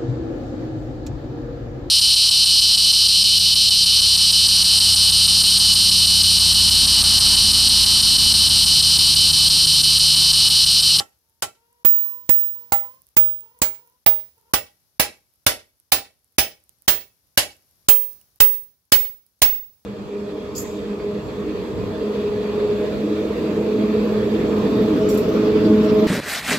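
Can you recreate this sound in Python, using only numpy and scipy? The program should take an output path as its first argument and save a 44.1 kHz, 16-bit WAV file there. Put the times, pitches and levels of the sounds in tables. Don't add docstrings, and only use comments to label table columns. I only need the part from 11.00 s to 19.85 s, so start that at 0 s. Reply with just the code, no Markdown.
import sys
import numpy as np
from scipy import signal
from scipy.fft import rfft, irfft, next_fast_len
from scipy.io import wavfile
from scipy.ndimage import uniform_filter1d, map_coordinates

SR = 44100
rng = np.random.default_rng(int(sys.argv[2]) if len(sys.argv) > 2 else 0)


def rack_gain(trim_db):
    fader = np.asarray(trim_db, float)
    return 10 ** (fader / 20)


def materialize(psi):
    bounded = np.clip(np.atleast_2d(psi).T, -1, 1)
    quanta = np.round(bounded * 32767).astype(np.int16)
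    wavfile.write(sys.argv[1], SR, quanta)


N = 390285
LEAD = SR // 2

# start_s, peak_db, t60_s, landing_along_arm_db, landing_across_arm_db
BLOWS = [(-.004, -17, .1, 4.5, -2), (0.4224, -14, 0.15, 4, -1.5), (0.848, -19, .16, 10, 2.5),
         (1.292, -14.5, 0.11, -0.5, 2.5), (1.721, -15.5, .18, 1, 24), (2.167, -13.5, .16, 4.8, 9.5),
         (2.6175, -10, 0.18, -3, 10), (3.0627, -10, .17, -6.5, 3), (3.5364, -6.5, .17, -11, 1),
         (3.9972, -6, 0.22, -10.5, -1), (4.4652, -3.5, .21, -6, 2), (4.9199, -3.5, 0.2, -5, -0.5),
         (5.3836, -3.5, .21, -6, -5), (5.8796, -4, .22, -3, -3.5), (6.3751, -2.5, .2, -5, -6),
         (6.886, -4.5, 0.18, 4.5, -13), (7.4032, -3.5, .16, 6.5, -11.5), (7.9205, -1.8, .19, -7.3, -5),
         (8.4187, -4.5, 0.22, 7.5, -12.5)]
# song_db, song_t60_s, thump_db, settling_swing_db, edge_7500hz_db
FACE = [(-57.5, .2, -64, -9, 5.5), (-41, .21, -40.5, -12.5, 7), (1.5, .6, -21.5, -19, 6),
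        (0, 0.57, -17.5, -14.5, 10.5), (-4.5, .33, -24, -4.5, 11), (3, .4, -20, -12.5, 11),
        (-7.5, .31, -17, -9.5, 10.5), (3.5, .28, -24.5, -11, -7), (-9.5, .18, -13, -13, -2.5),
        (-6.5, .11, -10.5, -17, -1.5), (-16.5, .14, -13.5, -5, -3.5), (-4.5, .16, -16.5, -6, -3),
        (-7.5, .2, -4.5, -12.5, -5), (-1.5, .24, -10.5, -4.5, -.6), (-30, .22, -9, -6.5, -1.5),
        (5, .36, -9, -5, 6.5), (6, 0.34, -12, -2.5, 1.5), (1.5, .35, -2.5, -10.5, 1.2),
        (-0.8, .41, -11, -3, 0.9)]
# time_s, song_left_right_db, thump_left_right_db
TURN = [(.4, -32, -9), (.9, -22.5, -31), (3.1, -28.5, -23.5), (4.5, -21.5, -10), (6.9, -17, -6),
        (8.4, -15.5, -5)]
# frequency_hz, left_right_db
ARM_PAN = [(60, -3), (200, -2), (700, -2.5), (1300, -5), (2400, -2.5), (4400, -2.5), (7500, 4.5),
           (9800, -10), (12200, -12), (15000, -14.5)]


def unit(x):
    return x / np.sqrt(np.mean(x ** 2) + 1e-20)


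def along(points, hz):
    f, v = np.transpose(points)
    return np.interp(np.log(hz + 1), np.log(f + 1), v)


def sides(pan_db):
    return rack_gain(np.array([pan_db / 2, -pan_db / 2]))


def filtered(x, response):
    n = x.shape[-1]
    m = next_fast_len(n + 8192)
    return irfft(rfft(x, m) * response(np.fft.rfftfreq(m, 1 / SR)), m)[..., :n]


def rush(size, spectrum_db, pan):
    # frequency_hz, correlation
    coherence = [(60, 0.37), (300, 0.84), (700, 0.24), (1400, 0.29), (3000, 0.007)]

    def mid_side(hz):
        angle = np.arccos(np.clip(along(coherence, hz), -1, 1)) / 2
        return np.array([np.cos(angle), np.sin(angle)])

    mid, side = filtered(rng.standard_normal((2, size)), mid_side)
    stereo = np.array([mid + side, mid - side])
    return unit(filtered(stereo, lambda hz: rack_gain(spectrum_db(hz)) * sides(along(pan, hz))))


def drift(count, t, rate):
    knots = rng.standard_normal((count, 120))
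    rates = np.broadcast_to(rate, count)
    return np.array([map_coordinates(row, [np.clip(t * r, 0, len(row) - 1)]) for row, r in zip(knots, rates)])


def empty_track():
    return np.zeros((2, N + 3 * LEAD))


def add(track, s, sound):
    track[:, LEAD + round(s * SR):][:, :sound.shape[1]] += sound


def trimmed(track):
    return track[:, LEAD:LEAD + N]


def clank(t, t60, tilt):
    # frequency_hz, density_db_per_hz
    clank_spectrum = [(24, -31), (40, -17.5), (79, 0.5), (145, -11.5), (473, -6.5), (782, -2.5),
                      (1090, -5.5), (5310, -5.5), (6830, -9), (10500, -8.5), (13800, -16.5), (15300, -7),
                      (16500, -21.5)]
    # frequency_hz, t60_factor
    band_damping = [(60, 0.66), (350, 1.5), (900, 0.72), (2500, 0.86), (7000, 0.79), (12000, 0.7),
                    (16000, 0.12)]
    spacing_hz, depth_db, from_hz = 45, 3.8, 900
    knots = rng.standard_normal(SR // 2 // spacing_hz + 4)

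    def spectrum_db(f):
        thicket_db = depth_db * np.clip(f / from_hz, 0, 1) ** 2 * map_coordinates(knots, [f / spacing_hz])
        return along(clank_spectrum, f) + along(tilt, f) + thicket_db

    f, frames, z = signal.stft(rush(len(t), spectrum_db, ARM_PAN), SR, nperseg=128)
    damping = along(band_damping, f)[:, None]
    decay = rack_gain(-60 * frames / (t60 * damping))
    decay = decay + rack_gain(-25 - 60 * frames / (0.58 * damping))
    sound = signal.istft(z * decay, SR, nperseg=128)[1][:, :len(t)]
    return sound * (1 + 0.46 * rack_gain(-60 * t / 0.089))


def arm_modes(t, t60, tilt, along_db, across_db, edge_db):
    mode_hz = [480, 606, 660, 730, 807, 935, 1110, 1350, 1438, 1925, 2024, 2240, 2640, 3065, 3680, 4400,
               4996, 5178, 5335, 5460, 7230, 10480, 10910, 12920]
    # level_db, t60_s, blur_hz
    mode_table = [(-30, 0.34, 2.5), (-21, 0.36, 90), (-19.5, 0.15, 200), (-21.5, 0.24, 78), (-16, 0.3, 50),
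                  (-35, 0.38, 25), (-23.5, 0.17, 66), (-20.5, 0.26, 38), (-23, 0.03, 17), (-23.5, 0.38, 90),
                  (-20.5, 0.22, 90), (-30, 0.45, 110), (-27.5, 0.37, 92), (-19, 0.2, 100),
                  (-27.5, 0.082, 37), (-20, 0.031, 110), (-24, 0.051, 64), (-25.5, 0.11, 79),
                  (-25.5, 0.24, 100), (-26, 0.28, 99), (-26, 0.3, 160), (-23, 0.1, 180), (-24, 0.24, 56),
                  (-17.5, 0.14, 15)]
    family_hz = [650, 807, 1400, 2000, 3065, 12920]
    # mean_db, db_per_db_along, db_per_db_across, db_per_db_edge
    family_response = [(-0.5, -0.39, 0.16, -0.2), (1, -0.3, 0.36, -0.08), (1.5, 1.1, 0.4, -0.01),
                       (-2, -0.12, 0.36, -0.07), (-0.5, -0.32, -1.13, 0), (-3, -0.55, 0.4, 0.39)]
    hz = np.array(mode_hz)[:, None]
    mode_db, mode_t60, blur_hz = (column[:, None] for column in np.transpose(mode_table))

    landing_db = np.dot(family_response, [1, along_db, across_db, edge_db])
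    start_db = mode_db + along(tilt, hz) + along(np.transpose([family_hz, landing_db]), hz)
    ring_t60 = 0.8 * mode_t60 * (t60 / 0.14) ** 0.3
    strength = rack_gain(start_db - 60 * t / ring_t60)

    hop = 32
    beating = np.repeat(drift(len(hz), t[::hop], 1.2 * blur_hz[:, 0]), hop, axis=1)[:, :len(t)]
    steady_hz = 40
    beating = (steady_hz + blur_hz * beating) / (steady_hz + blur_hz)

    struck_hz = hz + 0.15 * blur_hz * rng.standard_normal(hz.shape)
    wave = np.sin(2 * np.pi * (struck_hz * t + rng.random((2, *hz.shape))))
    return np.sum(strength * beating * sides(along(ARM_PAN, hz)) * wave, axis=1)


def arm():
    track, t = empty_track(), np.arange(LEAD) / SR

    def far_wall(f):
        return 1 / (1 + (f / 7000) ** 4) / (1 + (1200 / (f + 1)) ** 2)

    for (s, db, t60, along_db, across_db), (*_, edge_db) in zip(BLOWS, FACE):
        low_db = -4 - 0.66 * (db + 3)
        tilt = [(900, low_db), (2500, 0.001), (5500, 0), (7500, edge_db), (10500, 0.13)]
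        modes = arm_modes(t, t60, tilt, along_db, across_db, edge_db)
        blow = rack_gain(db - 8) * (clank(t, t60, tilt) + rack_gain(5.5) * modes)
        blow *= 1 - np.exp(-t / 0.00022)
        add(track, s, blow)
        ground_lead_s = 0.003
        add(track, s - ground_lead_s, rack_gain(-24.5) * blow[:, :round(ground_lead_s * SR)])
        echo_delay_s = 0.124
        add(track, s + echo_delay_s, rack_gain(-28.5) * filtered(blow, far_wall) * (1 - np.exp(-t / 0.0067)))
    return trimmed(track)


def hammer_head():
    # time_s, pitch_hz
    head_pitch = [(.42, 15535), (.85, 15448), (1.72, 15466), (2.62, 15503), (5.38, 15519), (6.89, 15557),
                  (8.42, 15610)]
    track, t = empty_track(), np.arange(LEAD) / SR
    starts = [row[0] for row in BLOWS]
    ends = starts[1:] + [N / SR]
    for s, end, (db, t60, *_) in zip(starts, ends, FACE):
        hz = np.interp(s, *np.transpose(head_pitch))
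        pan_db = np.interp(s, *np.transpose(TURN)[:2])
        song = rack_gain(-60 * t / t60) * np.sin(2 * np.pi * hz * t + np.array([[1.3], [0]]))
        neighbour = rack_gain(-9 - 60 * t / 0.08) * np.sin(2 * np.pi * (hz + 250) * t)
        swell = 1 - np.exp(-t / 0.0067)
        until_next_blow = t < end - s
        add(track, s, rack_gain(db + np.array([[pan_db], [0]])) * (song + neighbour) * swell * until_next_blow)
    return trimmed(track)


def thumps():
    track, t = empty_track(), np.arange(LEAD // 2) / SR
    phase = np.array([[1.4], [0]])
    snap = np.sin(2 * np.pi * 240 * t + phase) * rack_gain(-60 * t / 0.01)
    settle = np.sin(2 * np.pi * 66 * t + phase) * rack_gain(-60 * t / 0.025)
    onset = 1 - np.exp(-t / 0.0006)
    for (s, *_), (_, _, db, settle_db, _) in zip(BLOWS, FACE):
        pan_db = np.interp(s, *np.transpose(TURN)[::2])
        add(track, s, rack_gain(db) * sides(pan_db)[:, None] * (snap + rack_gain(settle_db) * settle) * onset)
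    return trimmed(track)


def flakes():
    # start_s, peak_db
    large_flakes = [(1.121, -36), (1.2148, -35), (1.2654, -36), (1.922, -42), (1.9477, -41), (2.0196, -35),
                    (2.0889, -38), (2.4078, -29.5), (2.5896, -28), (2.8753, -35), (3.381, -44),
                    (3.4128, -40), (3.5128, -41), (4.3386, -42), (4.8003, -35.5), (5.3236, -42.5),
                    (5.6935, -30), (5.8218, -36.5), (6.5105, -36), (6.5667, -39), (6.7112, -37.5),
                    (7.1313, -29.5), (7.2143, -34.5), (7.3599, -33.5), (7.4954, -24.5), (7.5816, -38),
                    (7.6381, -34.5), (8.1706, -40.5), (8.2654, -41.5), (8.6667, -41)]
    # frequency_hz, level_db
    grit_spectrum = [(1500, -35.5), (3000, -17), (4500, -17), (7000, -8.5), (9500, 2), (14500, 3),
                     (16500, -13.5)]
    track, t = empty_track(), np.arange(400) / SR
    dust = np.transpose([rng.random(90) * N / SR, rng.uniform(-62, -56, size=90)])

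    chance = rng.standard_normal((len(BLOWS), 5, 2))
    landings_s = np.array(BLOWS)[:, :1] + np.abs(0.3 + 0.08 * chance[..., 0])
    small_db = -50 + 3.5 * chance[..., 1]
    small = np.transpose([landings_s.ravel(), small_db.ravel()])

    envelope = rack_gain(-60 * t / 0.0005) + 0.041 * rack_gain(-60 * t / 0.0091)
    for s, db in [*large_flakes, *small, *dust]:
        click = rng.standard_normal((2, len(t))) * envelope
        add(track, s, rack_gain(db + np.array([[-4], [12]])) * click)
    return filtered(trimmed(track), lambda hz: rack_gain(along(grit_spectrum, hz)))


def chips():
    # start_s, peak_db, pitch_hz
    chip_taps = [
        (1.1204, -57, 2900),
        (7.2135, -51, 2900),
        (8.265, -59, 4900),
    ]
    track, t = empty_track(), np.arange(900) / SR
    for s, db, hz in chip_taps:
        tap = rack_gain(db - 60 * t / 0.021) * np.sin(2 * np.pi * hz * t)
        add(track, s, tap * np.array([[0.8], [1]]))
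    return trimmed(track)


def hen():
    # start_s, length_s, first_pitch_hz, last_pitch_hz, level_db
    hen_notes = [
        (.22, .22, 450, 461, -74.5),
        (0.548, 0.48, 453.6, 494, -63.5),
        (0.956, 0.2, 500, 546, -63),
        (1.097, 0.15, 492, 496, -60.5),
        (1.336, 0.15, 487, 505, -62),
        (1.541, .19, 486, 471, -62),
        (1.818, 0.19, 483, 527, -59.5),
        (2.405, 0.34, 420, 524, -62.5),
        (2.778, 0.2, 428, 497, -64.5),
        (3.351, 0.25, 408, 508, -65),
    ]
    # frequency_hz, level_db
    throat = [(200, -55.5), (400, -3), (500, -3.5), (750, -11), (1030, 4), (1500, -15.5), (2000, -17),
              (2500, -22), (3000, -13.5), (3600, -35.5)]
    out = np.zeros(N)
    for s, length, first_hz, last_hz, top_db in hen_notes:
        i = np.arange(round(s * SR), round((s + length) * SR))
        t = (i - i[0]) / SR
        hz = np.interp(t, [0, 0.8 * length], [first_hz, last_hz])
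        rise, fall = np.clip(1 - t / 0.02, 0, 1), np.clip(1 - (length - t) / 0.07, 0, 1)
        db = top_db - 10.5 * (rise + fall)
        rough = 0.12 + 0.0017 * abs(last_hz - first_hz) / length
        flutter = drift(2, t, 160)
        scoop = 0.3 * rough ** 2 * np.exp(-t / 0.03)
        pitch = hz * (1 + 0.045 * rough * flutter[0] + scoop)
        k = np.arange(1, 8)[:, None]
        harmonics = np.sin(k * 2 * np.pi * np.cumsum(pitch) / SR)
        voice = np.sum(rack_gain(along(throat, k * pitch)) * harmonics, axis=0)
        out[i] += rack_gain(db) * (1 + 1.1 * rough * flutter[1]) * voice * signal.windows.tukey(len(i), 0.15)

    t = np.arange(LEAD) / SR
    tail = rng.standard_normal((2, LEAD)) * rack_gain(-60 * t / 0.3)
    echo = signal.fftconvolve(out[None], tail / np.linalg.norm(tail[0]), axes=1)[:, :N]
    direct = np.array([rack_gain(-3.5) * np.roll(out, 9), out])
    return direct + rack_gain(-3) * echo


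def yard():
    # time_s, level_db
    hush_level = [(0, -60.5), (1.502, -61.5), (2.999, -61.5), (5, -60), (7, -60), (8.85, -61)]
    # frequency_hz, density_db_per_hz
    yard_spectrum = [(25, -21.5), (60, 2.5), (110, -2.5), (300, -12.5), (600, -13.5), (2500, -21),
                     (5500, -15.5), (8300, -23), (9800, -15), (11000, -16), (12200, -8), (13400, -23.5),
                     (15700, -23.5), (16600, -46)]
    # frequency_hz, left_right_db
    yard_pan = [(60, -1), (1300, -1), (2400, 1.5), (5500, 12), (8000, 7), (9800, -14.5), (12200, 10.5),
                (14500, -12.5)]
    t = np.arange(N) / SR
    breeze_db = 1.5 * drift(1, t, 1.4)[0]
    hush_db = np.interp(t, *np.transpose(hush_level)) + breeze_db
    return rack_gain(hush_db) * rush(N, lambda hz: along(yard_spectrum, hz), yard_pan)


def scene():
    blows = arm() + hammer_head() + thumps()
    debris = flakes() + chips()
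    return blows + debris + rack_gain(2.5) * hen() + yard()


def later(x, s):
    k = round(s * SR)
    return np.pad(x[k:], (0, k), mode="edge")


def low_pass(x):
    return signal.sosfilt(signal.butter(12, 16820, fs=SR, output="sos"), x)


def record(dry):
    # input_db, gain_db
    gain_curve = [(-72.5, -12), (-53, -5.5), (-31.5, 2.5), (-19.5, 3.5), (12, -5), (10, -14)]
    smoothing = np.exp(-1 / (0.016 * SR))
    power = np.max(dry ** 2, axis=0)
    level_db = 10 * np.log10(signal.lfilter([1 - smoothing], [1, -smoothing], power) + 1e-12)
    jump_db = later(level_db, 0.014) - level_db
    blow_coming = 1.0 * (jump_db > 22) * (level_db < -45)
    duck_db = -17 * uniform_filter1d(blow_coming, size=64)
    ahead_db = later(level_db, 0.0015)
    x = dry * rack_gain(np.interp(ahead_db, *np.transpose(gain_curve)) + duck_db)
    x = x / (1 + np.abs(x) ** 8) ** (1 / 8)
    x = signal.sosfilt(signal.butter(4, 46, "high", fs=SR, output="sos"), x)
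    x = filtered(x, lambda hz: 1 / (1 + (hz / 16100) ** 80))
    return low_pass(x)


dry = scene()
out = record(dry)
materialize(out)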